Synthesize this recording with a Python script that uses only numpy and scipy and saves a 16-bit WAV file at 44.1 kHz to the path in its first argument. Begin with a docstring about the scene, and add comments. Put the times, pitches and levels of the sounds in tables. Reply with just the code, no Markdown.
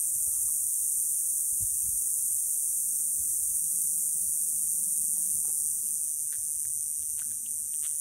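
"""Cicadas in a row of pines on a hot day, from a hand-held microphone. From the start one close
insect snaps its tymbals 151 times a second over its neighbours and a diffuse chorus. A far bird
chirps early on, air nudges the microphone, and from about 3 s distant traffic swells. Near 5 s the
insect comes clear of the foliage and fingers tap the case. Around 6 s the microphone turns from
the trees, the chorus falls back, and grit crunches underfoot to the end."""
import sys
import numpy as np
from scipy import signal
from scipy.fft import rfft, irfft, next_fast_len
from scipy.io import wavfile
from scipy.ndimage import uniform_filter1d, map_coordinates

SR = 44100
rng = np.random.default_rng(int(sys.argv[2]) if len(sys.argv) > 2 else 0)


def to_wav(s):
    """Save 16-bit WAV."""
    ch = np.atleast_2d(s).T  # columns
    pcm = np.round(np.clip(ch, -1, 1) * 32767)  # PCM
    wavfile.write(sys.argv[1], SR, pcm.astype(np.int16))


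N = 352888
TIME = np.arange(N) / SR
FFT_SIZE = next_fast_len(N, True)
FREQS = np.fft.rfftfreq(FFT_SIZE, 1 / SR)

# The close cicada as the microphone wanders. Each row: time in seconds, base level in dB.
NEAR_LEVEL = [(0, -35.5), (.6, -34.5), (2, -37), (3.5, -35.5), (4, -33), (5.45, -31.5), (6.3, -34),
              (8, -34)]
# The buzz's strongest pitch as heard at the microphone, swinging late as a nearby reflection shifts.
# Each row: time in seconds, pitch in Hz.
NEAR_PITCH = [(0, 9080), (5, 9190), (7.3, 9160), (7.75, 8980), (7.89, 8940), (7.95, 9450)]
# Its paths to the microphone, direct and off branches. Each row: delay in ms, base gain in dB.
NEAR_PATHS = [(0, -5), (0.552, -24), (1.498, -13.5), (2.15, -15)]
# Brief dips in the close cicada's loudness. Each row: time in seconds, loss in dB.
BUZZ_DIPS = [(5.78, 4), (7.42, 5.5), (7.67, 4.5)]
# The modes a snap excites. Each row: multiple of the buzz's pitch, relative level in dB,
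# ring time in ms, phase spread from snap to snap in radians.
BODY_MODES = [(1, 1, 0.16, 0.48), (.69, -14.5, 0.14, 1.55), (.83, -20, 0.24, 1.25), (1.22, -17, 0.18, 2.7),
              (1.45, -13.5, 0.13, 2.1)]
# The crack of a buckling tymbal rib. Each row: frequency in Hz, relative level in dB.
CRACK_SPECTRUM = [(3500, -44.5), (4800, -29.5), (5500, -24.5), (6200, -5.5), (7500, -1), (9200, -4),
                  (10500, -5), (11300, 1), (12400, -3.5), (13800, -7.5), (15600, -11)]
# Cicadas a little farther off. Each row: snaps per second, level against the sizzle in dB
# while facing the trees, body pitch in Hz.
NEIGHBOUR_CICADAS = [(139.0, -10, 8900), (142.5, -14, 9400), (146.7, -11, 8800), (156.8, -9.5, 9250)]
# The chorus's sizzle, microphone on the trees and turned away.
# Each row: frequency in Hz, relative level in dB.
FACING_SPECTRUM = [(2350, -81), (4000, -43.5), (4560, -40.5), (4910, -40.5), (5890, -18), (6340, -11.5),
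                   (7230, -10.5), (8980, 2), (9670, 0), (10500, -7.5), (11400, -4), (13700, -17.5),
                   (15600, -13)]
TURNED_SPECTRUM = [(2350, -58), (4000, -44.5), (4750, -35.5), (4970, -45), (5350, -29.5), (5690, -18.5),
                   (6130, -12), (7230, -12.5), (9240, -0.5), (9720, -7), (10200, -9), (12300, -12.5),
                   (12900, -25), (13900, -13.5), (15600, -24)]
# Thin whines at the chorus's lower edge. Each row: pitch in Hz, width in Hz,
# level against the sizzle in dB, loudest moment in seconds, length in seconds.
CHORUS_WHINES = [(4660, 30, -42, 4.75, 3.9), (5100, 94, -34.5, 6.5, 2.4), (5770, 49, -28.5, 4, 8.6),
                 (6240, 88, -20, 6.6, 2.3), (6540, 45, -22.5, 2.8, 10)]
# Air on the microphone. Each row: loudest moment in seconds, level in dB, length in seconds.
AIR_PUFFS = [(0.169, -51, 0.026), (0.278, -48, 0.021), (1.526, -49, 0.016), (1.622, -35.5, 0.033),
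             (1.88, -49.5, 0.14), (3.204, -53, 0.083), (3.43, -58.5, 0.18)]
# The low thud of a puff. Each row: frequency in Hz, relative level in dB.
PUFF_SPECTRUM = [(20, -35), (48, 17.5), (105, 2), (170, -1), (300, -25), (700, -67)]
# Fingers on the case. Each row: start in seconds, level in dB, pitch in Hz.
FINGER_TAPS = [(0.277, -47, 584), (5.174, -46, 720), (5.402, -55, 700), (5.453, -41, 805),
               (5.482, -41.5, 407), (5.501, -43.5, 754), (6.494, -52, 550)]
# The ring of the case. Each row: multiple of the tap's pitch, relative level in dB, decay in seconds.
CASE_MODES = [(.5, -19, 0.0013), (1, 0, 0.0015), (1.6, -3, 0.00049), (3, -13, 0.00074)]
# Two faint, short sounds near 1.1-1.2 kHz early on, perhaps far calls; from about 5.9 s, grit underfoot.
# Each row: loudest moment in seconds, ring level in dB, ring pitch in Hz, length in seconds,
# crackle against the ring in dB.
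GRAINY_BURSTS = [(0.36, -76.5, 1200, 0.098, -2), (0.487, -69.5, 1080, 0.035, -17),
                 (5.862, -79, 2770, 0.02, 5.5), (6.335, -63.5, 1700, 0.029, 1),
                 (6.653, -61, 1900, 0.0026, 0), (7.026, -80, 3300, 0.045, 3.5), (7.195, -71, 2880, 0.03, 9),
                 (7.219, -57, 1560, 0.0087, -13), (7.315, -74.5, 1680, 0.015, 5.5),
                 (7.463, -62.5, 3070, 0.02, -13), (7.74, -59.5, 3100, 0.0041, -3),
                 (7.852, -64, 3150, 0.034, 7)]
# Their wide crackle. Each row: frequency in Hz, relative level in dB.
CRACKLE_SPECTRUM = [(400, -27), (900, -7), (1600, 0), (3300, -1.5), (4500, -3), (8000, -28)]
# Far vehicles. Each row: loudest moment in seconds, drone level in dB, length in seconds,
# pitch at that moment in Hz.
VEHICLE_PASSES = [(3.052, -65.5, 0.51, 200), (3.901, -61.5, 0.79, 170), (4.949, -60, 1.3, 188),
                  (5.88, -65.5, 0.23, 205), (7.42, -65.5, 0.51, 232)]
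# A far bird's phrases. Each row: first note in seconds, level in dB, pitch in Hz, length in seconds.
BIRD_PHRASES = [(.355, -67.5, 3140, .06), (0.779, -72.5, 2900, .1), (1.115, -70, 3060, .06)]
# Light gusts in the needles. Each row: loudest moment in seconds, level in dB, length in seconds.
NEEDLE_GUSTS = [(0, -78, 0.72), (2.46, -74.5, 1)]
# Still outdoor air. Each row: frequency in Hz, relative level in dB.
HUSH_SPECTRUM = [(25, 5), (60, 9), (110, 6), (220, 11), (330, 4), (500, -1), (1000, -5), (1700, -5),
                 (3000, -3.5), (4500, -7.5), (9000, -15.5)]

SNAPS_PER_S, SLACK_PER_S = 151.3, 1.4  # the close cicada's pace, and how far it slackens once
CLEAR_AT_S, CLEAR_S, HIDDEN_ECHO_DB, CLEAR_ECHO_DB = 5.1, 0.94, 0.5, -14  # it clears the foliage
CHORUS_DB, LEAVE_AT_S, LEAVE_S, LEAVE_LOSS_DB = -30.5, 4.8, 3.9, 3  # the microphone moves off
TURN_AT_S, TURN_S, TURN_LOSS_DB = 6.08, 0.7, 3.9  # it turns away from the trees


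def near_cicada():
    """The insect closest to the microphone, with early echoes that shift as the branches sway."""
    rate = SNAPS_PER_S - SLACK_PER_S * swell(5.65, length=0.95)
    flutter_db = 0.54 * drift(2.1)  # swaying leaves make the level waver
    dip_db = sum(db * swell(s, length=0.14) for s, db in BUZZ_DIPS)
    level_db = follow(NEAR_LEVEL) + flutter_db - dip_db
    crack_db = -15 + 0.5 * shift(TURN_AT_S, TURN_S)
    song = tymbal(rate + 0.1301 * drift(6.27), follow(NEAR_PITCH), crack_ms=0.19, crack_db=crack_db,
                  scatter=0.012, uneven_db=-1.4, jitter_ms=0.012)
    # foliage hides it at first, so the echoes carry more weight
    echo_db = HIDDEN_ECHO_DB + (CLEAR_ECHO_DB - HIDDEN_ECHO_DB) * shift(CLEAR_AT_S, CLEAR_S)
    heard = np.zeros(N)
    for ms, db in NEAR_PATHS:
        sway_ms = 0.027 * ms * drift(3.2)
        delayed = map_coordinates(song, [(TIME - (ms + sway_ms) / 1000) * SR], order=3)
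        heard += amp(db + echo_db * (ms > 0)) * delayed
    running_rms = np.sqrt(uniform_filter1d(heard ** 2, size=SR // 10))
    return amp(level_db) * heard / running_rms


def tymbal(rate, pitch_hz, crack_ms, crack_db, scatter, uneven_db, jitter_ms, max_snaps=2048):
    """Each buckling of the tymbal cracks and sets the hollow abdomen ringing, never twice alike."""
    cycles = np.cumsum(rate) / SR
    snap = cycles.astype(int)
    size, detune, late = rng.standard_normal((max_snaps, 3))[snap].T
    age_ms = np.maximum(1000 * (cycles - snap) / rate - 0.2 - jitter_ms * late, 0)
    angle = 2 * np.pi * pitch_hz * (1 + scatter * detune) * age_ms / 1000
    ring = np.zeros(N)
    for multiple, db, ms, spread in BODY_MODES:
        phase = spread * rng.standard_normal(max_snaps)[snap]
        ring += amp(db) * unit(age_ms ** 2 * np.exp(-age_ms / ms) * np.sin(multiple * angle + phase))
    # so small a body radiates no low sound
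    ring = signal.sosfilt(signal.butter(8, 5800, "high", fs=SR, output="sos"), ring)
    crack = colour(age_ms ** 2 * np.exp(-age_ms / crack_ms) * rng.standard_normal(N), CRACK_SPECTRUM)
    return unit(amp(uneven_db * size) * (unit(ring) + amp(crack_db) * crack))


def chorus():
    """A few neighbours beat against each other; the many deeper in the pines merge into a sizzle."""
    turned = shift(TURN_AT_S, TURN_S)
    level_db = CHORUS_DB - LEAVE_LOSS_DB * shift(LEAVE_AT_S, LEAVE_S) - TURN_LOSS_DB * turned
    voices = np.sqrt(1 - turned) * noise(FACING_SPECTRUM) + np.sqrt(turned) * noise(TURNED_SPECTRUM)
    for hz, width, db, s, length in CHORUS_WHINES:
        voices += amp(db) * swell(s, length) * fuzzy_tone(hz, width)
    for rate, db, hz in NEIGHBOUR_CICADAS:
        song = tymbal(rate + 0.15 * drift(1.556), hz, crack_ms=0.23, crack_db=-1,
                      scatter=0.036, uneven_db=-3, jitter_ms=0.016)
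        voices += amp(db - 4.1 * turned + drift(5.1)) * song
    return amp(level_db) * voices


def puffs(wake_db=-61, wake_after_s=0.11, wake_s=0.11, rumble_db=-65):
    """Eddies push right on the microphone, each trailing a weak wake, over a faint, uneven rumble."""
    push = sum(amp(db) * swell(s, length) + amp(wake_db) * swell(s + wake_after_s, wake_s)
               for s, db, length in AIR_PUFFS)
    rumble = noise([(25, -15), (58, -3), (110, -7), (200, -17.5), (400, -33.5), (1200, -72)])
    thuds = push * noise(PUFF_SPECTRUM)
    lumps = unit(amp(3.5 * drift(11)))
    return thuds + amp(rumble_db) * lumps * rumble


def taps(attack_s=0.00014, scrape_db=-20, scrape_s=0.024):
    """Handling noise: each tap rings the case for a cycle or two, and the skin scrapes as it slides."""
    knocks, t = np.zeros(N), np.arange(1024) / SR
    soft_attack = 1 - np.exp(-t / attack_s)  # the fingertip cushions the blow
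    for s, db, hz in FINGER_TAPS:
        ring = sum(amp(mode_db) * np.sin(2 * np.pi * hz * multiple * t) * np.exp(-t / decay)
                   for multiple, mode_db, decay in CASE_MODES)
        add(knocks, s, amp(db) * ring * soft_attack)
    slide = sum(amp(db + scrape_db) * swell(s, scrape_s) for s, db, _ in FINGER_TAPS)
    return knocks + slide * noise([(300, 2), (800, 0), (1600, -12), (2500, -8), (4000, -31)])


def grainy_bursts(grains_per_s=600, rub=0.088, ring_q=6, tail_db=-19, tail_stretch=3.2):
    """Two faint early sounds; later, grit underfoot cracks in clumps over a soft rub and settles."""
    bursts = np.zeros(N)
    grains = rng.standard_normal(N) * (rub + (rng.random(N) < grains_per_s / SR))
    crackle = colour(grains, CRACKLE_SPECTRUM)
    for s, db, hz, length, crackle_db in GRAINY_BURSTS:
        band_hz = [hz / (1 + 1 / ring_q), hz * (1 + 1 / ring_q)]
        ring = signal.sosfilt(signal.butter(2, band_hz, "band", fs=SR, output="sos"), grains)
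        t = TIME - s
        tail = amp(tail_db) * (t > 0) * np.exp(-abs(t) / (tail_stretch * length))
        clump = np.exp(-3 * abs(t) / length) + tail
        for part, part_db in (ring * clump, db), (crackle * clump, db + crackle_db):
            bursts += amp(part_db) * part / np.std(part[abs(t) < 2 * length])
    return bursts


def traffic(hum_db=-77, hum_hz=207.8, climb_hz_per_s=18, roar_db=-5.5):
    """Drones swell out of a far road's steady hum, each rising in pitch as its engine gathers speed."""
    drones = amp(hum_db) * fuzzy_tone(hum_hz, width_hz=46)
    power = amp(hum_db) ** 2
    for s, db, length, hz in VEHICLE_PASSES:
        level = amp(db) * swell(s, length)
        drones += level * fuzzy_tone(hz + climb_hz_per_s * (TIME - s), width_hz=20.4)
        power += level ** 2
    roar = noise([(40, -19), (120, -2), (220, 3), (330, -18.5), (600, -40), (2000, -58)])
    return drones + amp(roar_db) * np.sqrt(power) * roar


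def bird(note_s=0.04, spacing_s=0.04, fall=0.06):
    """Phrases of short, slightly falling notes, blurred by distance."""
    notes = np.zeros(N)
    for start, db, hz, phrase_s in BIRD_PHRASES:
        for s in np.arange(start, start + phrase_s, spacing_s):
            t = TIME - s
            angle = 2 * np.pi * hz * t * (1 - fall * t / note_s / 2)
            notes += amp(db) * swell(s, note_s) * np.sin(angle)
    return notes * drift(160)


def air(hush_db=-70.5):
    """The outdoor hush all round, with a light breeze in the needles early on."""
    breeze = sum(amp(db) * swell(s, length) for s, db, length in NEEDLE_GUSTS)
    rustle = noise([(800, -9), (1500, 4), (2400, 8.5), (3200, 6), (4500, -8)])
    waver = amp(0.6 * drift(1.3))
    return amp(hush_db) * waver * noise(HUSH_SPECTRUM) + breeze * rustle


def amp(db):
    """Decibels to gain."""
    return 10 ** (np.asarray(db) / 20)


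def unit(x):
    """Scales to an rms of one."""
    return x / np.sqrt(np.mean(x ** 2) + 1e-20)


def follow(curve):
    """A curve of (seconds, value) rows, sample by sample."""
    return np.interp(TIME, *np.transpose(curve))


def colour(x, spectrum):
    """Filters by a spectrum of (Hz, dB) rows; rms one."""
    hz, db = np.transpose(spectrum)
    gain = amp(np.interp(np.log(FREQS + 1), np.log(hz + 1), db))
    return unit(irfft(rfft(x, FFT_SIZE) * gain, FFT_SIZE)[:N])


def noise(spectrum):
    """Steady noise coloured by (Hz, dB) rows; rms one."""
    return colour(rng.standard_normal(N), spectrum)


def drift(per_s):
    """Random wander of rms one, mostly slower than per_s cycles a second."""
    hz = FREQS[FREQS < 3 * per_s]
    real, imag = rng.standard_normal((2, 8192))[:, :len(hz)]
    return unit(irfft((real + 1j * imag) * np.exp(-(hz / per_s) ** 2), FFT_SIZE)[:N])


def fuzzy_tone(hz, width_hz):
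    """Noise gathered closely round a pitch."""
    angle = 2 * np.pi * np.cumsum(hz * np.ones(N)) / SR
    return unit(drift(width_hz) * np.cos(angle) + drift(width_hz) * np.sin(angle))


def swell(s, length):
    """A smooth rise to one and fall again, centred on time s."""
    return np.exp(-(2 * (TIME - s) / length) ** 2)


def shift(s, length):
    """A smooth change from zero to one, half done at time s."""
    return 0.5 + 0.5 * np.tanh(2 * (TIME - s) / length)


def add(mix, s, sound):
    """Mixes a sound in at time s."""
    part = mix[max(round(s * SR), 0):][:len(sound)]
    part += sound[:len(part)]


def scene():
    """Everything reaches one microphone, the same in both channels."""
    mono = near_cicada() + chorus() + traffic() + puffs() + taps() + grainy_bursts() + bird() + air()
    return np.array([mono, mono])


def record(dry, low_cut_hz=42, band_limit_hz=15740):
    """The microphone sheds the deepest bass, and the recorder cuts the highest treble."""
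    thinned = signal.sosfilt(signal.butter(3, low_cut_hz, "high", fs=SR, output="sos"), dry)
    lowpass = signal.firwin(801, band_limit_hz, window=("kaiser", 9), fs=SR)
    return signal.oaconvolve(thinned, lowpass[None], "same")


dry = scene()
out = record(dry)
to_wav(out)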